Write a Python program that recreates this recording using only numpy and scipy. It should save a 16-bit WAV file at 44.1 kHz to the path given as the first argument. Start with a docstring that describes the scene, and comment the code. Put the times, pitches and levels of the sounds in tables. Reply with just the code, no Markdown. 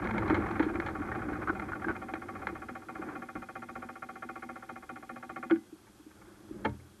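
"""A light aircraft, engine off, rolls on a grass strip: the airframe rumbles, thumps, rattles and creaks.
From the start the electric fuel pump ticks 15 times a second, each plunger stroke ringing the fuselage.
The aircraft stops by about 4 s; at 5.5 s a switch snaps the pump off. Soft bumps and scuffs follow,
then at 6.6 s the hollower clack of a lever. A camera on the airframe hears it all over its own hiss."""
import sys
import numpy as np
from scipy import signal
from scipy.fft import rfft, irfft, next_fast_len
from scipy.io import wavfile
from scipy.ndimage import map_coordinates

SR = 44100
rng = np.random.default_rng(int(sys.argv[2]) if len(sys.argv) > 2 else 0)


def store_pcm(level_fs):
    """Save levels as 16-bit WAV."""
    pcm = np.round(np.clip(level_fs, -1, 1) * 32767).astype(np.int16)
    wavfile.write(sys.argv[1], SR, np.atleast_2d(pcm).T)


N = 308700


def amp(db):
    """Decibels to gain."""
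    return 10 ** (np.asarray(db) / 20)


def unit(x):
    """Scale to rms 1."""
    return x / np.sqrt(np.mean(x ** 2) + 1e-20)


def add(track, s, sound):
    """Mix a sound into a track at s seconds."""
    start = max(round(s * SR), 0)
    track[start:start + len(sound)] += sound[:N - start]


def along(points, s):
    """Interpolate (time [s], value) points at s."""
    return np.interp(s, *np.transpose(points))


def wobble(knots_per_s):
    """Smooth random curve."""
    knots = rng.standard_normal(int(N * knots_per_s / SR) + 4)
    return map_coordinates(knots, [np.arange(N) * knots_per_s / SR])


def colour(x, spectrum):
    """Minimum-phase filter of unit energy through (frequency [Hz], level [dB]) points."""
    size = 4096
    hz, db = np.transpose(spectrum)
    bins_hz = np.fft.rfftfreq(size, 1 / SR)
    gain = amp(np.interp(np.log(bins_hz + 1), np.log(hz), db))
    cepstrum = irfft(np.log(np.maximum(gain, 1e-6)))
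    cepstrum[1:size // 2] *= 2
    cepstrum[size // 2 + 1:] = 0
    response = irfft(np.exp(rfft(cepstrum)))
    return signal.fftconvolve(x, response / np.linalg.norm(response))[:len(x)]


def noise(spectrum):
    """Coloured noise, rms 1."""
    return unit(colour(rng.standard_normal(N), spectrum))


def ring(modes, scatter_db, detune, length_s=0.4):
    """One blow: each mode swells as the wave spreads through the structure, then decays."""
    t = np.arange(int(length_s * SR)) / SR
    hz, db, t60_s, swell_s = np.transpose(modes)[:, :, None]
    level_draw, pitch_draw = rng.standard_normal((2, len(modes), 1))
    decay = amp(db + scatter_db * level_draw - 60 * t / t60_s)
    attack = 1 - np.exp(-(t / swell_s) ** 2)
    partials = np.sin(2 * np.pi * hz * (1 + detune * pitch_draw) * t)
    return np.sum(attack * decay * partials, axis=0)


def burst(t60_s):
    """Decaying noise: a short crash of tiny contacts."""
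    t = np.arange(SR // 8) / SR
    return amp(-60 * t / max(t60_s, 0.004)) * rng.standard_normal(len(t))


# Shaking by the turf: (time [s], level [dB])
SHAKE = [(0.0, -43), (0.35, -40), (0.82, -48), (1.44, -51.5), (2.25, -57.5), (2.46, -53), (2.85, -64.5),
         (3.26, -73), (3.7, -74), (4.2, -97)]
# Light breeze, also at rest: (rumble [dB], drone [dB], chatter [dB])
BREEZE = [-64.5, -61, -67.5]
# Airframe rocking: (time [s], half length [s], rumble [dB], drone [dB], chatter [dB])
SHUDDERS = [(0.413, 0.26, -43, -41.5, -46.5), (1.3, 0.47, -46, -44, -48.5), (1.897, 0.048, -45, -36.5, -47),
            (2.414, 0.074, -74, -48, -54), (3.077, 0.13, -59, -43.5, -49), (3.386, 0.039, -48, -53, -59),
            (3.811, .08, -59, -61, -58), (6.3, 0.16, -62.5, -57, -63.5), (6.59, 0.12, -50.5, -49.5, -62),
            (6.712, .07, -48.5, -57, -71)]
# Wheel rumble: (frequency [Hz], density [dB])
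RUMBLE = [(12, -41), (20, -9.5), (48, -5.5), (70, -1.5), (124, -2), (156, -19), (189, -4.5), (220, 1),
          (290, -53), (480, -120)]
# Airframe drone: (frequency [Hz], density [dB])
DRONE = [(88, -47), (150, -8), (162, -7), (181, -27), (194, 1), (253, -15.5), (289, 3.5), (313, 2.5),
         (336, 3.5), (482, -13), (548, -11), (700, -25), (910, -78), (1540, -120)]


def rolling():
    """Wheels rumble, the airframe drones and chatters; turf, breeze and shudders add in power."""
    t = np.arange(N) / SR
    shake_db = along(SHAKE, t) + 41.5
    turf_db = [-39 + shake_db, -37 + 0.85 * shake_db, -43.5 + 0.91 * shake_db]
    power = amp(turf_db) ** 2 + amp(BREEZE)[:, None] ** 2
    for s, half_s, *levels_db in SHUDDERS:
        power += amp(levels_db)[:, None] ** 2 * np.exp(-2 * ((t - s) / half_s) ** 2)
    rumble_db, drone_db, chatter_db = 10 * np.log10(power)
    rumble = amp(rumble_db) * noise(RUMBLE)
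    lurch_db = 2.5 * wobble(knots_per_s=55)
    drone = amp(drone_db) * unit(amp(lurch_db) * noise(DRONE))
    return rumble + drone + skin_chatter(chatter_db)


# Airframe skin: (frequency [Hz], density [dB])
SKIN = [(60, -32), (300, -19), (450, -6.5), (690, 0), (830, 4.5), (990, -0.5), (1130, 3), (1550, 2),
        (1950, -7), (2150, -4.5), (2480, -14.5), (2750, -23), (4200, -33), (7000, -48.5)]
# Struck cabin panels: (frequency [Hz], density [dB])
PANELS = [(60, -50), (300, -21.5), (500, 3.5), (690, -7), (760, -1.5), (910, 7.5), (990, -6.5), (1130, 2.5),
          (1700, 2.5), (1950, -4.5), (2150, 2.5), (2480, -9), (2750, -23.5), (7000, -63)]
# Bright edge of a contact: (frequency [Hz], density [dB])
EDGE = [(200, -63), (1500, -9), (2750, -5), (3250, 4.5), (3600, -4), (4200, -1), (4900, -18.5),
        (7000, -16.5), (11000, -55.5)]


def skin_chatter(level_db):
    """The skin murmurs at rest; hard shaking clumps the chatter and unseats small parts, which click."""
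    clump_depth_db = np.interp(level_db, [-62, -45], [0.8, 3.2])
    chatter = amp(level_db + clump_depth_db * wobble(knots_per_s=90)) * noise(SKIN)
    clicks_per_s = np.interp(level_db, [-52, -42], [0, 110])
    taps = amp(level_db) * rng.uniform(-0.72, 1, N) * (rng.random(N) < clicks_per_s / SR)
    clicks = amp(20.5) * colour(taps, PANELS) + amp(1.5) * colour(taps, EDGE)
    return chatter + clicks


# Camera self-noise: (frequency [Hz], density [dB])
HISS = [(1470, -39.5), (2500, -3), (2790, -5), (3080, -6), (3260, 1), (3510, -5), (3700, -5.5), (9680, -7),
        (12600, -8), (16400, -27.5), (22000, -120)]


def camera_hiss(whine_hz=6055):
    """Even hiss and a faint electronic whine."""
    whine = amp(-87.5) * np.sin(2 * np.pi * whine_hz * np.arange(N) / SR)
    return amp(-67.5) * noise(HISS) + whine


# Surge depth: (time [s], loss per stroke [dB])
SAG = [(0, 0), (2.5, 0.96), (3.9, 1.36), (4.15, 2), (4.5, 0.5), (4.85, 4), (5.1, 3), (5.35, -0.8)]


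def pump_strokes():
    """(time [s], level [dB]) per stroke. Each surge: a full stroke, then shorter as pressure builds."""
    first_s, period_s, slowing_s, off_s = 0.0189, 0.066545, 5.5e-6, 5.51
    strokes_per_surge, scatter_db = 3.27, 0.5
    weak_stroke_s, weak_db = 2.817, -9.5  # the plunger barely moves, once
    k = np.arange(int(off_s / period_s) + 1)
    s = first_s + period_s * k + slowing_s * k ** 2 / 2
    s[-1] += 0.004  # drags as the switch opens
    since_surge = np.floor((k - 0.39) % strokes_per_surge)
    db = -0.52 - along(SAG, s) * since_surge + scatter_db * rng.standard_normal(len(k))
    db += weak_db * (abs(s - weak_stroke_s) < period_s / 2)
    return zip(s, db)


# Fuselage modes: (frequency [Hz], level [dB], t60 [s], swell [s])
FUSELAGE_MODES = [(135.5, -48, 0.084, 0.0044), (238.6, -41.5, 0.28, 0.029), (333.5, -41, 0.15, 0.0086),
                  (443, -55.5, 0.3, 0.0018), (536.2, -49.0, 0.3, 0.004), (634.5, -44.5, 0.07, 0.00081),
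                  (767.6, -39.5, 0.34, 0.0056), (813, -38.5, 0.061, 0.018), (896, -56.5, 0.29, 0.004),
                  (1137.5, -41.5, 0.14, 0.0058), (1258, -25.5, 0.043, 0.011),
                  (1388.3, -28.5, 0.053, 0.0071), (1439, -32.0, 0.044, 0.0017), (1466, -49.5, 0.16, 0.022),
                  (1574, -46, 0.069, 0.00098), (1653, -38, 0.038, 0.0027), (1811, -42, 0.073, 0.0057),
                  (1910, -56.5, 0.129, 0.0082), (2096, -51, 0.18, 0.003), (2172, -48, 0.084, 0.00065),
                  (2365, -47, 0.037, 0.0011), (2444, -43.5, 0.11, 0.014), (2510, -63.5, 0.27, 0.0059),
                  (3085, -58, 0.065, 0.0032), (1125, -41.5, 0.12, 0.0076), (2468, -54.5, 0.075, 0.004)]
# Damping by the returning plunger: (time after stroke [s], gain [dB])
DAMPING = [(.027, 0), (.035, -10), (.1, -9)]
# Return knock: (frequency [Hz], level [dB], t60 [s], swell [s])
RETURN_MODES = [(243.1, -41, 0.21, 0.0017), (324.4, -38.5, 0.071, 0.0029), (113, -51, .12, 0.0094),
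                (746, -49, 0.062, 0.01), (1180, -53, 0.05, 0.0045), (1700, -58, 0.042, 0.0057),
                (2047, -67, 0.39, 0.0026)]


def fuel_pump():
    """Each stroke rings the fuselage; the return damps it with a low knock and a check-valve tick."""
    ticks, clatter = np.zeros(N), np.zeros(N)
    for s, db in pump_strokes():
        tick = ring(FUSELAGE_MODES, scatter_db=1.5, detune=0.002, length_s=0.25)
        damping_db = along(DAMPING, np.arange(len(tick)) / SR)
        add(ticks, s, amp(db + damping_db) * tick)
        return_db = 2.8 * db + 1  # only a full stroke loads the spring for a heavy return
        add(ticks, s + 0.029, amp(return_db) * ring(RETURN_MODES, scatter_db=2.2, detune=0.01))
        add(clatter, s + 0.002944, amp(db) * burst(t60_s=0.076))
        valve_db = db - 13.5 + 2.5 * rng.standard_normal()
        add(clatter, s + 0.038, amp(valve_db) * burst(t60_s=0.15))
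    return amp(-0.5) * ticks + amp(-45.5) * colour(clatter, PANELS) + amp(-66) * colour(clatter, EDGE)


# Loose fittings: (time [s], level [dB], relative edge level [dB], t60 [s])
FITTINGS = [(0.0443, -34.5, -22, 0.06), (0.0742, -27, -28, 0.017), (0.1114, -28.5, -23, .028),
            (0.1823, -28.5, -20.5, 0.046), (0.281, -29.5, -22, 0.04), (0.3005, -26, -28, 0.087),
            (0.3459, -28.5, -21.5, 0.1), (0.513, -34.5, -21, 0.045), (0.597, -25, -29, 0.076),
            (0.628, -33.5, -21.5, 0.14), (0.7577, -29.5, -31, 0.024), (0.802, -26.5, -23, 0.028),
            (0.8639, -34.5, -20, 0.14), (0.8874, -35, -31, .027), (1.1192, -30, -40, 0.012),
            (1.5977, -30.5, -29, 0.042), (1.886, -31.5, -38, 0.016), (1.9664, -39.5, -21, .032),
            (2.139, -26.5, -23, 0.031), (2.4716, -27.5, -22, 0.038)]


def rattles(contacts):
    """Fittings strike the panels, each with its own amount of bright edge."""
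    body, edge = np.zeros(N), np.zeros(N)
    for s, db, edge_db, t60_s in contacts:
        add(body, s - 0.002, amp(db) * burst(t60_s))
        add(edge, s - 0.002, amp(db + edge_db) * burst(t60_s))
    return colour(body, PANELS) + amp(3) * colour(edge, EDGE)


# Jolts: (time [s], level [dB])
JOLTS = [(0.265, -26), (0.307, -14.5), (0.329, -17), (0.382, -27), (0.603, -13), (0.667, -19.5),
         (0.752, -25), (0.799, -28), (0.948, -37), (1.007, -25), (1.294, -26.5), (1.5, -24.5), (1.87, -27),
         (2.139, -28.5), (2.53, -29.5), (2.998, -31.5), (3.356, -32), (5.729, -35.5), (6.001, -42.5),
         (6.067, -41), (6.512, -31)]
# Dull airframe modes: (frequency [Hz], level [dB], t60 [s], swell [s])
THUD_MODES = [(321.4, 6, 0.059, 0.0056), (301.6, -5.5, 0.065, 0.026), (366.4, 2, 0.034, 0.0046),
              (206, -27.5, 0.27, 0.0044)]


def bumps(tufts_per_s=5, tufts_end_s=2.6):
    """Jolts thud through the airframe; grass tufts add lesser ones during the roll."""
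    track = np.zeros(N)
    count = int(tufts_end_s * tufts_per_s)
    tufts_s = (np.arange(count) + rng.random(count)) / tufts_per_s
    tufts_db = along(SHAKE, tufts_s) + 5.5
    for s, db in [*JOLTS, *zip(tufts_s, tufts_db)]:
        add(track, s - 0.004, amp(db) * ring(THUD_MODES, scatter_db=1, detune=0.015))
    return track


# Joint creaks: (time [s], length [s], level [dB], pitch [ratio])
CREAKS = [(1.121, .004, -6, 1.14), (1.474, .035, -5.5, 0.95), (1.72, .013, -8, 0.9), (1.8447, .004, -7, 1),
          (1.884, .03, -6.5, 1.0)]
# Joint modes: (frequency [Hz], level [dB], t60 [s], swell [s])
JOINT_MODES = [(1260, -25, 0.018, 0.0015), (1403, -19.5, 0.022, 0.0017), (1576, -20, 0.047, 0.002),
               (2080, -50, 0.032, 0.0029), (3150, -55, .02, .002)]


def creaks(slip_gap_s=0.009, jitter_s=0.00127, fall_per_s=3.4):
    """A joint sticks and slips as the airframe flexes: uneven runs of scraping chirps, falling in pitch."""
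    chirps, scrape = np.zeros(N), np.zeros(N)
    for s, length_s, db, pitch in CREAKS:
        for after_s in np.arange(0, length_s, slip_gap_s):
            slip_s = s + after_s + rng.normal(0, jitter_s)
            modes = np.multiply(JOINT_MODES, [pitch * (1 - fall_per_s * after_s), 1, 1, 1])
            add(chirps, slip_s, amp(db) * ring(modes, scatter_db=3, detune=0.03))
            add(scrape, slip_s, amp(db - 28.5) * burst(t60_s=0.045))
    return chirps + colour(scrape, SKIN)


# Snap, then settling: (time [s], level [dB], high-pass [Hz])
SNAPS = [(5.5091, -1.5, 100), (5.558, -19, 604)]
# Switch and panel modes: (frequency [Hz], level [dB], t60 [s], swell [s])
SWITCH_MODES = [(329, -7, 0.13, 0.011), (293.3, -22.5, 0.2, 0.0013), (217.3, -28, 0.25, 0.015),
                (122, -42, 0.24, 0.015), (528, -33, 0.055, 0.0025), (760, -43, 0.051, 0.00086),
                (1160, -34, 0.062, .001), (1225, -35, 0.06, 0.00071), (1467, -26.5, 0.075, 0.0013),
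                (1524, -26, 0.046, 0.0011), (1625, -24.5, 0.036, 0.0013), (2160, -37.5, 0.074, .001),
                (2380, -36, 0.03, .001), (2930, -41, 0.046, 0.00097), (3240, -30.5, 0.016, 0.0012),
                (3410, -47, 0.033, .001), (4460, -49.5, 0.024, .001)]


def pump_switch():
    """The contacts crack and ring the panel; a light touch is too brief to move all of it, so lacks bass."""
    track = np.zeros(N)
    for s, db, cutoff_hz in SNAPS:
        highpass = signal.butter(2, cutoff_hz, "highpass", fs=SR, output="sos")
        snap = ring(SWITCH_MODES, scatter_db=1.5, detune=0.001)
        crack = colour(burst(t60_s=0.054), PANELS)
        add(track, s, amp(db) * signal.sosfilt(highpass, snap))
        add(track, s, amp(db - 31) * crack)
    return track


# Faint rubs: (time [s], level [dB], half length [s])
SCUFFS = [(5.879, -60.5, 0.013), (6.116, -58, 0.0065), (6.221, -56, 0.007), (6.805, -60.5, 0.0085)]


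def scuffs():
    """Soft, brief rubs against the cabin lining."""
    t = np.arange(N) / SR
    envelope = sum(amp(db) * np.exp(-((t - s) / half_s) ** 2) for s, db, half_s in SCUFFS)
    return envelope * noise(PANELS)


# Lever modes: (frequency [Hz], level [dB], t60 [s], swell [s])
LEVER_MODES = [(86, -37.5, .65, 0.015), (126, -35, 0.5, 0.03), (210, -27.5, 0.21, .01),
               (284, -30.5, 0.22, 0.0057), (329, -26.5, 0.12, 0.0046), (442, -29, 0.14, 0.0029),
               (528, -26, 0.073, 0.006), (590, -36, 0.18, 0.0043), (695, -33.5, 0.1, 0.0039),
               (879, -14, 0.063, 0.008), (926, -30, 0.14, 0.011), (1110, -33, .08, 0.0035),
               (1297, -24.5, 0.06, 0.0035), (1590, -40, 0.035, 0.0059), (1797, -26, 0.048, 0.0036),
               (2160, -43, 0.14, 0.0056), (2760, -37.5, 0.045, 0.0041), (3160, -28, 0.036, 0.0049)]
# Catch contacts: (time [s], level [dB], relative edge level [dB], t60 [s])
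CATCH = [(6.6498, -32, -19.5, 0.07), (6.6575, -26.5, -22, 0.032), (6.696, -52, -10, 0.038)]


def lever():
    """A lever scrapes home and clacks against its stop; its catch strikes."""
    track = np.zeros(N)
    clack = ring(LEVER_MODES, scatter_db=0, detune=0.0019)
    scrape = amp(-44) * colour(burst(t60_s=0.21), SKIN)
    add(track, 6.644, scrape)
    add(track, 6.648, clack)
    return track + rattles(CATCH)


def scene():
    """All sources at one microphone."""
    mix = rolling() + camera_hiss() + fuel_pump() + rattles(FITTINGS) + bumps() + creaks()
    mix += pump_switch() + scuffs() + lever()
    return mix[None]


def record(dry):
    """The camera thins the deepest bass and cuts everything above its band limit."""
    low_hz, top_hz = 36, 12800
    thinned = signal.sosfilt(signal.butter(3, low_hz, "highpass", fs=SR, output="sos"), dry)
    size = next_fast_len(N + SR // 2)
    passband = np.fft.rfftfreq(size, 1 / SR) < top_hz
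    return irfft(rfft(thinned, size) * passband, size)[:, :N]


dry = scene()
out = record(dry)
store_pcm(out)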